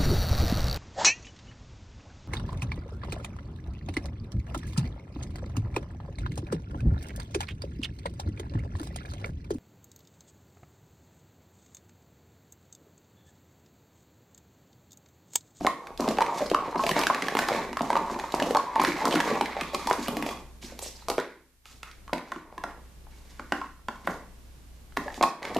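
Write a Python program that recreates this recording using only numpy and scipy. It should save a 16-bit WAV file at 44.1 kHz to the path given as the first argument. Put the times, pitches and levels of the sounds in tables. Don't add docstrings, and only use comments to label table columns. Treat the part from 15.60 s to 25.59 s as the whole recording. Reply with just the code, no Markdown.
import sys
import numpy as np
from scipy import signal
from scipy.fft import rfft, irfft, next_fast_len
from scipy.io import wavfile
from scipy.ndimage import uniform_filter1d

SR = 44100
rng = np.random.default_rng(int(sys.argv[2]) if len(sys.argv) > 2 else 0)


def master(y):
    cut = np.clip(np.atleast_2d(y).T, -1, 1)
    pcm = np.round(cut * 32767)
    wavfile.write(sys.argv[1], SR, pcm.astype(np.int16))


N = 440559


def amp(db):
    return 10 ** (np.asarray(db) / 20)


def rms_one(x):
    return x / np.sqrt(np.mean(x ** 2) + 1e-20)


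def peak_one(x):
    return x / np.abs(x).max()


def bandpass(order, low_hz, high_hz):
    return signal.butter(order, [low_hz, high_hz], "band", fs=SR, output="sos")


def at_hz(points, hz, axis=1):
    points = np.array(points)
    return np.interp(np.log(hz + 1), np.log(points[:, 0] + 1), points[:, axis])


def coloured(x, points):
    size = next_fast_len(N)
    hz = np.arange(size // 2 + 1) * SR / size
    return irfft(rfft(x, size) * amp(at_hz(points, hz)), size)[..., :N]


def ring(clicks, hz, t60):
    radius = amp(-60 / (t60 * SR))
    w = 2 * np.pi * hz / SR
    return signal.lfilter([0, np.sin(w)], [1, -2 * radius * np.cos(w), radius ** 2], clicks + 1e-18)


def struck(modes, blows, scatter_db=3.0):
    times, level_db = np.transpose(blows)
    at = np.clip(np.round(times * SR).astype(int), 0, N - 1)
    luck = rng.standard_normal((len(at), len(modes)))
    out = 0
    for k, (hz, mode_db, t60) in enumerate(modes):
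        clicks = np.zeros(N)
        sign = (-1) ** k
        np.add.at(clicks, at, sign * amp(level_db + mode_db + scatter_db * luck[:, k]))
        out = out + ring(clicks, hz, t60)
    return out


def grains(per_s, spread_db):
    sizes = amp(spread_db * np.minimum(rng.exponential(1, N), 4))
    signs = rng.choice([-1, 1], N)
    return sizes * signs * (rng.random(N) < per_s / SR)


def clumps(per_s, depth_db):
    steps = np.arange(0, N + SR, SR / per_s)
    levels = rng.standard_normal(2000)[:len(steps)]
    return amp(depth_db * np.interp(np.arange(N), steps, levels))


def two_stage_decay(t, t60):
    tail_db, tail_t60_s = -29, 0.039
    return amp(-60 * t / t60) + amp(tail_db - 60 * t / tail_t60_s)


# (start [s], depth [dB], time spent low [s])
DIP_TIMES = [(.07, 21, 0.081), (.62, 15, 0.054), (.95, 8, 0.062), (1.47, 10, 0.15), (1.79, 4, 0.11),
             (2.2, 2.5, 0.68), (2.95, 12, 0.034), (3.27, 5, 0.25), (3.65, 3, 0.064), (3.82, 2.5, 0.043),
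             (5.56, 16.5, 0.37), (6.1, 3, 0.12), (6.53, 9, 0.27), (6.8, 2.5, 0.21), (7.92, 3, 0.41),
             (9.63, 19, 0.026)]


def dips():
    sink_s, recover_s = 0.088, 0.14
    t = np.arange(N) / SR
    depths = []
    for s, depth_db, low_s in DIP_TIMES:
        corners = np.cumsum([s, sink_s, low_s, recover_s])
        depths.append(depth_db * np.interp(t, corners, [0, 1, 1, 0]))
    return -np.max(depths, axis=0)


# (frequency [Hz], relative level [dB per Hz])
HISS_SPECTRUM = [(12, -16), (20, -4.5), (64, -12.5), (84, -11), (108, -11), (205, -16.5), (249, -18),
                 (328, -21.5), (587, -27.5), (753, -29), (1210, -32.5), (13400, -42), (15000, -52.5)]
# (frequency [Hz], relative level [dB])
HUM_LINES = [(30, -7.5), (60, -2.5)]


def background():
    hum_db, hiss_against_hum_db, steady_hiss_db = -50.5, -3.5, -67.5
    t = np.arange(N) / SR
    hum = 0
    for hz, line_db in HUM_LINES:
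        hum = hum + amp(line_db) * np.sin(2 * np.pi * hz * t + rng.uniform(0, 2 * np.pi))
    hum = np.sqrt(2) * hum * clumps(per_s=8, depth_db=1.5)
    mid, side = rng.standard_normal((2, N))
    side = coloured(side, [(20, -16.5), (1000, -2.0), (5000, -1.5), (14000, 0.0)])
    hiss = rms_one(coloured(mid + side * [[1], [-1]], HISS_SPECTRUM))
    sinking = amp(hum_db + dips()) * (hum + amp(hiss_against_hum_db) * hiss)
    return sinking + amp(steady_hiss_db) * rng.standard_normal((2, N))


# (frequency [Hz], t60 [s], level [dB])
ROOM_DECAY = [(95, 0.19, -4.5), (250, 0.53, -0.5), (700, 0.32, -4), (1800, 0.49, -3.5), (4800, 0.4, -6.5),
              (11940, 0.34, -3)]
# (frequency [Hz], side against mid [dB])
ECHO_WIDTH = [(60, -7.5), (180, -24), (540, -17), (1630, -10.5), (4890, 0), (14700, 4)]


def echoes():
    first_echo_s = 0.0021
    t = np.arange(SR // 2) / SR
    white = rng.standard_normal((2, 2, len(t)))
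    tail = 0
    edges = 60 * 2 ** np.arange(0, 8.1, .5)
    for k, (low, high) in enumerate(zip(edges, edges[1:])):
        hz = np.sqrt(low * high)
        t60 = at_hz(ROOM_DECAY, hz)
        mid, side = signal.sosfilt(bandpass(2, low, high), white[k % 2])
        energy = t60 * SR / (6 * np.log(10))
        fade = amp(at_hz(ROOM_DECAY, hz, axis=2) - 60 * t / t60) / np.sqrt(energy)
        wide = amp(at_hz(ECHO_WIDTH, hz)) * side * [[1], [-1]]
        tail = tail + fade * (mid + wide)
    return tail * np.clip(t / first_echo_s, 0, 1) ** 2


def room(x, count=6):
    echo_dip_share = 0.13
    choice = np.repeat(rng.integers(0, count, N // 2048 + 1), 2048)[:N]
    wet = 0
    for k in range(count):
        chosen = uniform_filter1d(1. * (choice == k), 256)
        share = np.sqrt(np.abs(chosen))
        wet = wet + signal.fftconvolve(x[None] * share, echoes(), axes=1)[:, :N]
    return x + amp(echo_dip_share * dips()) * wet


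# (start [s], length [s], rattle of nested cups [dB], slide on the mat [dB],
# cup scraping on cup [dB])
HAND_MOVES = [(0.0, 0.0091, -46, -71, -48), (0.08, 0.23, -47, -79, -65.5), (0.388, 0.092, -32, -50, -47),
              (0.504, 0.04, -45, -65, -52), (0.64, 0.15, -34.5, -47.5, -52.5),
              (0.767, 0.054, -50, -47.5, -46), (0.945, 0.22, -37, -51, -59), (1.19, 0.11, -37, -63, -44),
              (1.352, 0.019, -26.5, -34.5, -41), (1.516, 0.21, -36.5, -41, -52),
              (1.77, 0.18, -36, -41.5, -44), (1.883, 0.14, -33, -41.5, -69),
              (2.233, 0.32, -36.5, -50, -53.5), (2.56, 0.24, -43.5, -52, -52.5),
              (2.732, 0.16, -33.5, -51, -46.5), (2.976, 0.27, -39.5, -48.5, -58),
              (3.203, 0.088, -36.5, -35.5, -46), (3.353, 0.25, -32, -42, -48.5),
              (3.643, 0.12, -33, -38.5, -46), (3.844, 0.21, -41.5, -46.5, -58),
              (4.125, 0.33, -43, -47.5, -48), (4.475, 0.25, -40.5, -67, -51),
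              (5.013, 0.085, -56, -60.5, -53), (5.209, 0.043, -56, -62, -44.5), (5.33, 0.13, -65, -68, -62),
              (5.575, 0.049, -47, -48, -81), (6.039, 0.074, -74, -69.5, -57.5),
              (6.226, 0.053, -69, -56.5, -61), (6.56, 0.2, -52, -58, -65.5), (6.786, 0.26, -57, -67, -87),
              (7.048, 0.069, -50, -66, -82), (7.503, 0.5, -68, -66.5, -65), (7.944, 0.063, -61, -66, -59),
              (8.297, 0.19, -57.5, -72, -66), (8.438, 0.015, -64, -57, -59),
              (8.467, 0.041, -41, -62, -53.5), (8.704, 0.69, -88, -92.5, -77.5), (9.4, 0.15, -52, -76, -57),
              (9.535, 0.028, -69, -73, -53), (9.665, 0.073, -44, -68, -75), (9.815, 0.25, -40, -46, -57)]


def moves():
    rise_s, fade_t60_s = 0.0096, 0.43
    t = np.arange(0, N, 64) / SR
    power = 0
    for s, length, *levels_db in HAND_MOVES:
        rise = np.clip((t - s) / rise_s, 0, 1)
        fade = amp(-60 * np.maximum(t - s - length, 0) / fade_t60_s)
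        power = power + (amp(levels_db)[:, None] * rise * fade) ** 2
    return [np.interp(np.arange(N) / SR, t, np.sqrt(p)) for p in power]


# (start [s], length [s], level before the swell [dB], centre [Hz])
SCUFF_TIMES = [(0.855, 0.019, -40, 4800), (1.174, 0.02, -43, 4520), (1.214, 0.01, -51, 3000),
               (1.323, 0.041, -43, 1980), (1.795, 0.069, -37, 1830), (3.503, 0.051, -35.5, 3140),
               (3.53, 0.022, -42, 4500), (3.744, 0.02, -38, 2160), (4.036, 0.099, -51, 3560),
               (5.044, 0.037, -50.5, 5550), (5.217, 0.026, -38, 7700), (5.26, 0.033, -42, 5450),
               (5.35, 0.028, -51.5, 4930), (5.406, 0.027, -56, 4000), (6.07, 0.077, -61.5, 1260),
               (6.235, 0.084, -53.5, 1300), (7.062, 0.073, -51.5, 1690), (9.646, 0.071, -49, 5100)]


def scuffs():
    spread = 1.09
    out, rough = np.zeros(N + SR), grains(per_s=7900, spread_db=2.0)
    for s, length, level_db, hz in SCUFF_TIMES:
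        at, size = round(s * SR), round(length * SR)
        scuff = signal.sosfilt(bandpass(1, hz / spread, hz * spread), rough[at:at + size])
        swell = np.sin(np.pi * np.arange(size) / size)
        out[at:at + size] += amp(level_db) * rms_one(scuff) * swell
    return out[:N]


# (frequency [Hz], level [dB], t60 [s])
NESTED_AIR = [(520, 8.5, 0.0082), (640, -6.5, 0.02), (780, -9.5, 0.07), (900, -2, 0.04), (1000, 1, 0.022),
              (1130, -2, 0.043)]
# (frequency [Hz], relative level [dB per Hz])
SLIDE_SPECTRUM = [(900, -33.5), (1400, 6.5), (2250, 9.5), (2800, -4.5), (4000, -1.5), (9000, -26)]
# (frequency [Hz], relative level [dB per Hz])
SCRAPE_SPECTRUM = [(900, -23.5), (2000, -1.5), (3500, 2), (7000, 0.5), (9000, -9), (14000, -12.5)]


def handling():
    rattling, sliding, scraping = moves()
    knocks = [ring(grains(per_s=150, spread_db=4.0), hz, t60) for hz, _, t60 in NESTED_AIR]
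    rattle = sum(amp(mode_db) * knock for (_, mode_db, _), knock in zip(NESTED_AIR, knocks))
    slide = coloured(grains(per_s=1100, spread_db=3.5), SLIDE_SPECTRUM) * clumps(per_s=28, depth_db=3.0)
    scrape = coloured(grains(per_s=4300, spread_db=3.5), SCRAPE_SPECTRUM) * clumps(per_s=61, depth_db=3.5)
    return rattling * rms_one(rattle) + sliding * rms_one(slide) + scraping * rms_one(scrape)


# (frequency [Hz], level [dB], t60 [s])
FALLEN_CUP_MODES = [(1150, -0.5, 0.056), (2100, -11, 0.05), (2426, -5, 0.06), (3360, -7.5, 0.04),
                    (4500, -12, .03)]
# (time [s], level [dB])
BOUNCE_TIMES = [(4.014, -34), (4.146, -30), (4.311, -36), (4.483, -38), (4.692, -37), (4.708, -48)]


def fallen_cup_bounces():
    return struck(FALLEN_CUP_MODES, BOUNCE_TIMES)


def fallen_cup_roll():
    from_s, to_s, edge_s = 4.01, 4.77, 0.0096
    level_db, t60_s = -48.5, 0.027
    chatter = grains(per_s=400, spread_db=4.5)
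    rings = sum(amp(mode_db) * ring(chatter, hz, t60_s) for hz, mode_db, _ in FALLEN_CUP_MODES)
    corners = [from_s, from_s + edge_s, to_s, to_s + edge_s]
    rolling = np.interp(np.arange(N) / SR, corners, [0, 1, 1, 0])
    return amp(level_db) * rolling * rms_one(rings)


# (frequency [Hz], level [dB], t60 [s])
STACK_MODES = [(812, -7.5, 0.03), (987, 0, 0.031), (1070, -4.5, 0.027), (1220, -9, 0.023),
               (1374, -8, 0.052), (1503, -1.5, 0.021), (1900, -2.5, 0.015), (2293, -16, 0.017),
               (2750, -16.5, 0.013), (3380, -19.5, 0.017)]
# (time [s], level [dB])
SET_DOWN_TIMES = [(5.588, -26.5), (5.597, -27), (6.531, -22.5), (6.719, -32), (7.038, -27.5), (7.794, -35),
                  (7.922, -19), (8.284, -23.5), (8.474, -23.5), (9.371, -23)]


def stack_set_downs():
    return struck(STACK_MODES, SET_DOWN_TIMES)


# (frequency [Hz], level [dB], t60 [s])
TABLE_MODES = [(166.9, -18.5, 0.22), (206.4, -4.5, 0.026), (230, -1.5, 0.053), (294, -5, 0.043),
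               (334.4, -9.5, 0.073), (383.5, -4.5, 0.023)]
# (time [s], level [dB])
THUMP_TIMES = [(0.009, -21), (0.055, -35), (0.4, -17), (0.48, -14), (0.674, -35), (0.815, -20.5),
               (0.912, -23), (1.159, -20), (1.238, -41), (1.307, -18), (1.363, -23), (1.465, -23),
               (1.505, -33), (1.547, -28), (1.624, -19.5), (1.764, -21), (1.917, -26), (1.964, -23.5),
               (2.113, -27), (2.21, -20), (2.327, -31), (2.518, -22.5), (2.588, -26.5), (2.823, -15),
               (2.899, -22), (3.154, -32), (3.204, -19), (3.277, -15.5), (3.361, -23), (3.457, -18.5),
               (3.551, -11.5), (3.721, -17), (3.811, -17), (4.012, -22.5), (4.145, -22.5), (4.259, -26),
               (4.384, -19.5), (4.486, -23.0), (4.567, -21), (4.629, -20.5), (5.039, -33.5), (5.121, -37),
               (5.587, -30.5), (5.603, -33), (6.529, -21.5), (6.718, -35), (6.758, -29), (6.976, -34.5),
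               (7.045, -31), (7.795, -35.5), (7.926, -21.5), (8.284, -33), (8.446, -36), (8.476, -18),
               (9.379, -19), (9.577, -28), (9.613, -22), (9.963, -14)]


def table_thumps():
    return struck(TABLE_MODES, THUMP_TIMES)


# (time [s], peak level [dB], wall resonance [Hz], bright edge against wall [dB])
CLACK_TIMES = [(0.067, -9.5, 2120, -35), (0.271, -29, 1890, -19), (0.376, -27.5, 3700, -15),
               (0.406, -20.5, 4800, -20), (0.477, -24, 3180, -8), (0.488, -16.5, 3920, -23),
               (0.511, -26, 2430, -9.5), (0.571, -27, 2300.0, -16.5), (0.585, -21.5, 2410, -23),
               (0.607, -19.5, 1900, -24), (0.618, -22, 4250, -22), (0.623, -18, 2200.0, -28),
               (0.664, -24, 2110, -21), (0.792, -27, 5460, -8), (0.9, -21, 3470, -12),
               (0.9147, -23.5, 2420, -14), (0.946, -14.5, 1620, -23), (1.238, -19, 2470, -15),
               (1.266, -13.5, 2260, -13), (1.292, -11.5, 2630, -8), (1.312, -16.5, 3200, -11),
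               (1.315, -14.5, 1850, -18), (1.392, -10.5, 5140, -4), (1.414, -15, 2500, -9),
               (1.436, -13.5, 2300, -19), (1.443, -27, 3000, -4), (1.469, -7, 1530, -19.5),
               (1.547, -15, 1630, -29.5), (1.623, -13.5, 1840, -30), (1.669, -24, 2100.0, -14),
               (1.679, -32, 5500, -1.5), (1.684, -14.5, 1900, -23), (1.751, -19, 2600.0, -2),
               (1.7698, -15.5, 1900, -13.5), (1.79, -9, 1650, -11), (1.886, -15.5, 3800, -11),
               (1.965, -31, 2070, -12), (2.13, -23, 1800, -27.5), (2.171, -19, 1800.0, -22),
               (2.193, -25.5, 1800.0, -16), (2.219, -23, 4770, -18), (2.303, -18, 1580, -31),
               (2.33, -22.5, 2280, -26), (2.366, -21.5, 2300, -23), (2.373, -23, 2300, -16),
               (2.59, -27.5, 4100.0, -9), (2.598, -22, 1900, -18), (2.722, -21, 3680, -8),
               (2.748, -20.5, 5070, -12), (2.8, -15, 1820, -28.5), (2.825, -16, 2830, -18),
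               (2.908, -22.5, 2750, -1), (2.9486, -19, 3470, -24), (2.969, -17, 4300, -21),
               (3.157, -21, 1710, -17), (3.201, -17.5, 2240, -21), (3.216, -18, 5100.0, -14),
               (3.236, -17, 1600.0, 6), (3.249, -9, 1640, -23), (3.27, -18, 2000, -12),
               (3.454, -13, 4500, -14), (3.48, -18, 4800.0, -5), (3.51, -17.5, 2700, -16),
               (3.526, -18, 2560, -17), (3.553, -16, 3770, -11), (3.557, -12.5, 1530, -18.5),
               (3.603, -12, 1730, -23), (3.6071, -15.5, 1870, -14), (3.746, -29, 2250, -10.5),
               (3.8113, -22.5, 5570, -24), (3.8115, -17, 2600, -17), (3.8585, -21, 2000, -20),
               (4.011, -16.5, 2280, -19), (4.034, -27, 2400.0, -19), (4.147, -15, 4020, -16),
               (4.272, -16.5, 4800, -28), (4.299, -18, 5200, -7), (4.308, -32, 2030, -15),
               (4.329, -16.5, 4280, -11), (4.475, -24, 2480, -22), (4.483, -12, 3030, 0),
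               (4.569, -17.5, 2330, -5), (4.625, -19, 2270, -8), (4.664, -20.5, 2250, -7),
               (4.69, -22, 2200, -10), (4.709, -27, 3300.0, 3), (5.028, -34, 2400.0, -10),
               (5.191, -18, 4500, -1), (5.485, -17.5, 4730, -26), (5.5005, -11.5, 4330, -8),
               (5.581, -22, 1850, -19), (5.589, -23, 1600.0, -27), (5.6, -25, 3830, -23),
               (6.056, -34, 2740, -9.5), (6.231, -26, 2500, -20), (6.314, -35, 3450, -17),
               (6.479, -37.5, 1740, -22), (6.533, -17.5, 2240, -18), (6.581, -28.5, 2100, -23),
               (6.719, -25.5, 1780, -25), (6.98, -30, 1720, -17), (7.038, -24, 1760, -28),
               (7.922, -16, 1550, -20), (8.285, -24.5, 1800, -20), (8.471, -25, 1900, 4),
               (9.368, -23, 1690, -7), (9.372, -16, 1680, -15), (9.543, -27, 3200, -9),
               (9.627, -11.5, 3940, -23), (9.635, -16, 2110, -16), (9.829, -25, 2000, -39),
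               (9.852, -23, 2020, -19), (9.947, -23, 3480, -9), (9.967, -20.5, 2860, -8)]


def clacks():
    t60_s, rise_s = 0.013, 0.00057
    click_db = 14
    wall_spread, reference_hz = 1.123, 2000
    overtone, overtone_db = 1.62, -19.5
    snap_db, snap_t60_s = -15, 0.017
    out, t = np.zeros(N + 3000), np.arange(3000) / SR
    shape = two_stage_decay(t, t60_s) * (1 - np.exp(-t / rise_s))
    bursts = rng.standard_normal((len(CLACK_TIMES), 2, len(t))) * shape
    bursts[..., 0] = amp(click_db)
    broad = bandpass(2, 1370, 5150)
    bright = signal.butter(2, 7000, "high", fs=SR, output="sos")
    for (s, peak_db, hz, edge_db), (burst, edge_burst) in zip(CLACK_TIMES, bursts):
        spread = wall_spread ** (hz / reference_hz)
        band = np.array([hz / spread, hz * spread])
        wall = signal.sosfilt(bandpass(1, *band), burst)
        upper = signal.sosfilt(bandpass(1, *np.minimum(band * overtone, .45 * SR)), burst)
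        snap = signal.sosfilt(broad, burst * amp(-60 * t / snap_t60_s))
        edge = signal.sosfilt(bright, edge_burst)
        clack = rms_one(wall) + amp(overtone_db) * rms_one(upper)
        clack = clack + amp(snap_db) * rms_one(snap) + amp(edge_db) * rms_one(edge)
        at = round(s * SR)
        out[at:at + len(t)] += amp(peak_db) * peak_one(clack)
    return out[:N]


# (time [s], peak level [dB], pitch [Hz], length [ms], below 1 counts as 1 in the swell)
POP_TIMES = [(0.01, -26.5, 720, 6.6), (0.048, -10, 660, 3), (0.059, -18, 755, 3.5), (0.071, -9, 1064, 7.2),
             (0.27, -37, 1000.0, 2.1), (0.398, -15.5, 570, 2.8), (0.424, -23, 1000, 6.3),
             (0.442, -27, 1170, 5.5), (0.479, -14, 650, 5.6), (0.507, -19, 533, 4.8),
             (0.575, -20, 640, 1.6), (0.586, -10.5, 847, 4), (0.607, -12, 900, 4.4),
             (0.614, -14.5, 940, 5.5), (0.618, -11, 910, 7.6), (0.685, -20, 940, 14.6),
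             (0.722, -24.5, 935, 21), (0.806, -21, 598, 9.3), (0.819, -17.5, 575, 9.3),
             (0.861, -23.5, 520, 5.1), (0.9155, -8.5, 650, 0.63), (0.936, -24, 1000, 10),
             (0.947, -7.5, 1125, 4.1), (1.146, -22.5, 908, 12), (1.158, -15.5, 950, 6),
             (1.194, -16, 1070, 9.4), (1.237, -18.5, 640.0, 10), (1.265, -19.5, 660, 6.8),
             (1.292, -16.5, 1025, 6.1), (1.314, -15.5, 426, 2.3), (1.365, -16, 700, 2.5),
             (1.371, -18, 520.0, 3.2), (1.378, -23, 878, 17), (1.391, -12.5, 925, 0.86),
             (1.416, -21, 1040, 2.3), (1.436, -16, 900, 4.4), (1.469, -11.5, 1450, 1.8),
             (1.5, -8.5, 1000.0, 5.4), (1.507, -14, 1116, 6.9), (1.545, -23, 1150, 12),
             (1.684, -15, 1000, 2.3), (1.752, -9.5, 780, 0.88), (1.77, -15, 990, 3.6),
             (1.789, -15, 745, 2.4), (1.888, -12, 1130.0, 0.88), (1.918, -14, 563, 3),
             (1.99, -37, 1020, 2.7), (2.02, -31, 726, 2.4), (2.13, -23, 950, 4.6), (2.17, -17, 1090, 6.1),
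             (2.208, -12, 680, 3.7), (2.232, -24, 700.0, 6.2), (2.303, -10.5, 940, 4.3),
             (2.329, -16, 920, 4.6), (2.355, -8.5, 1090, 3.6), (2.366, -14, 927, 11),
             (2.499, -22, 1000.0, 5.5), (2.588, -27.5, 840, 7.3), (2.639, -19, 930, 6.4),
             (2.741, -8, 575, 1.4), (2.802, -21, 910, 7.2), (2.821, -11, 600, 2.4), (2.843, -26, 825, 4.8),
             (2.871, -20.5, 520, 10), (2.908, -13, 500, 4.9), (2.949, -9.5, 910, 4), (2.958, -10, 900, 6.6),
             (2.97, -10.5, 1066, 6.4), (2.997, -20, 960, 4.5), (3.066, -28.5, 985, 76),
             (3.16, -12, 910, 13.7), (3.197, -8.5, 960, 3.8), (3.216, -17, 1060, 12),
             (3.239, -11.5, 830, 0.92), (3.248, -20, 1560, 5), (3.418, -22, 865, 9.8),
             (3.455, -12.5, 1060, 5.3), (3.473, -13, 950, 4.2), (3.51, -26, 554, 20),
             (3.541, -10.5, 554, 1.9), (3.602, -15, 890, 5.1), (3.64, -22, 1020, 7), (3.676, -16, 730, 1.4),
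             (3.713, -19, 484, 10), (3.754, -20, 520.0, 3.4), (3.776, -22, 500, 5.8),
             (3.8104, -11, 870, 4.2), (3.967, -18.5, 830, 4), (3.988, -29, 730, 7.5),
             (4.015, -24, 1190, 6.6), (4.134, -25.5, 580, 9.2), (4.147, -21.5, 1125, 9),
             (4.195, -31, 1190, 7.9), (4.273, -16, 930, 4.5), (4.282, -23, 950, 26), (4.3, -21, 997, 12),
             (4.311, -6.5, 900.0, 1.2), (4.333, -25, 1090, 7), (4.483, -20, 740, 2.9),
             (4.569, -24.5, 740, 5.1), (4.625, -20.5, 754, 3.6), (4.664, -19, 640, 0.79),
             (4.688, -23, 680, 4), (4.711, -22, 900, 1.4), (5.027, -44, 610, 3.6), (5.122, -35.5, 533, 6.3),
             (5.192, -28, 640, 0.83), (5.225, -30, 520, 4.7), (5.262, -33, 540.0, 6),
             (5.423, -41.5, 945, 4.7), (5.4845, -22.5, 687, 10.5), (5.4845, -17.5, 1040, 3.8),
             (5.5005, -15, 810, 1.7), (5.5028, -16.5, 700, 1.1), (5.515, -20, 690, 0.88),
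             (5.582, -10, 580, 2.1), (6.058, -44, 1310, 3.4), (6.231, -30, 1365, 4.8),
             (6.479, -35, 1085, 5), (6.495, -31, 1150, 4), (6.53, -14, 587, 3.4), (6.594, -33, 1000, 11),
             (6.719, -22.5, 1070, 5.3), (6.722, -30, 1440, 5.3), (6.761, -28, 1050, 3.4),
             (6.926, -34, 437, 0.75), (6.979, -28.5, 1030, 6.7), (7.038, -20, 1150, 2.9),
             (7.04, -22.5, 664, 3.8), (7.469, -42.5, 900, 3), (7.796, -24.5, 1180, 0.83),
             (7.922, -13.5, 1000.0, 3.5), (8.015, -22, 1057, 5.9), (8.044, -33, 1020, 3.3),
             (8.193, -48, 1080, 5), (8.284, -17.5, 1000, 0.96), (8.474, -12.5, 1060, 1.9),
             (9.323, -42.5, 1330.0, 2.1), (9.371, -12.5, 1020, 3.7), (9.461, -31, 588, 11),
             (9.48, -25, 860, 3.6), (9.481, -27, 1720, 6.3), (9.503, -33, 1830, 5), (9.526, -39, 1940, 3.8),
             (9.578, -31, 780.0, 3.9), (9.611, -9, 706, 2.1), (9.619, -24, 700.0, 11),
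             (9.629, -11.5, 1077, 7.4), (9.638, -6.5, 1000, 2.2), (9.657, -39, 1060, 8.7),
             (9.853, -23, 1380, 0.7), (9.963, -14.5, 700, 5.8)]


def pops():
    rise_share = 0.4
    stop = 1.03
    knock_t60_s, below, above = 0.012, 2.91, 1.466
    knock_db, knock_loss_db_per_ms = 0.5, 0.65
    detune, partial_db = 0.326, -10.5
    out, t = np.zeros(N + 4000), np.arange(4000) / SR
    knocks = rng.standard_normal((len(POP_TIMES), len(t))) * two_stage_decay(t, knock_t60_s)
    detuned = 1 + detune * rng.uniform(-1.063, 1, (len(POP_TIMES), 2))
    for (s, peak_db, hz, length_ms), knock, ratios in zip(POP_TIMES, knocks, detuned):
        u = t / (max(length_ms, 1) * rise_share / 1000) + 0.33
        envelope = u * np.exp((1 - u ** stop) / stop)
        partials = np.sin(2 * np.pi * hz * ratios[:, None] * t).sum(axis=0)
        tone = envelope * (np.sin(2 * np.pi * hz * t) + amp(partial_db) * partials)
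        band = bandpass(1, hz / below, hz * above)
        knock = peak_one(signal.sosfilt(band, signal.sosfilt(band, knock)))
        pop = tone + amp(knock_db - knock_loss_db_per_ms * length_ms) * knock
        at = round(s * SR)
        out[at:at + len(t)] += amp(peak_db) * peak_one(pop)
    return out[:N]


def scene():
    between = handling() + scuffs() + fallen_cup_roll()
    contacts = fallen_cup_bounces() + stack_set_downs() + table_thumps() + clacks() + pops()
    no_bass = signal.butter(4, 140, "high", fs=SR, output="sos")
    return room(signal.sosfilt(no_bass, between + contacts)) + background()


# (frequency [Hz], left against right [dB])
CHANNEL_BALANCE = [(30, 6.5), (60, -2.5), (240, 0.5), (940, -.5), (3720, -2.5), (14700, -1)]


def record(dry):
    half = np.array(CHANNEL_BALANCE) * [1, .5]
    leaned = np.array([coloured(dry[0], half), coloured(dry[1], half * [1, -1])])
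    top_cut = signal.cheby2(14, 60, 14900, fs=SR, output="sos")
    return signal.sosfilt(top_cut, leaned)


dry = scene()
out = record(dry)
master(out)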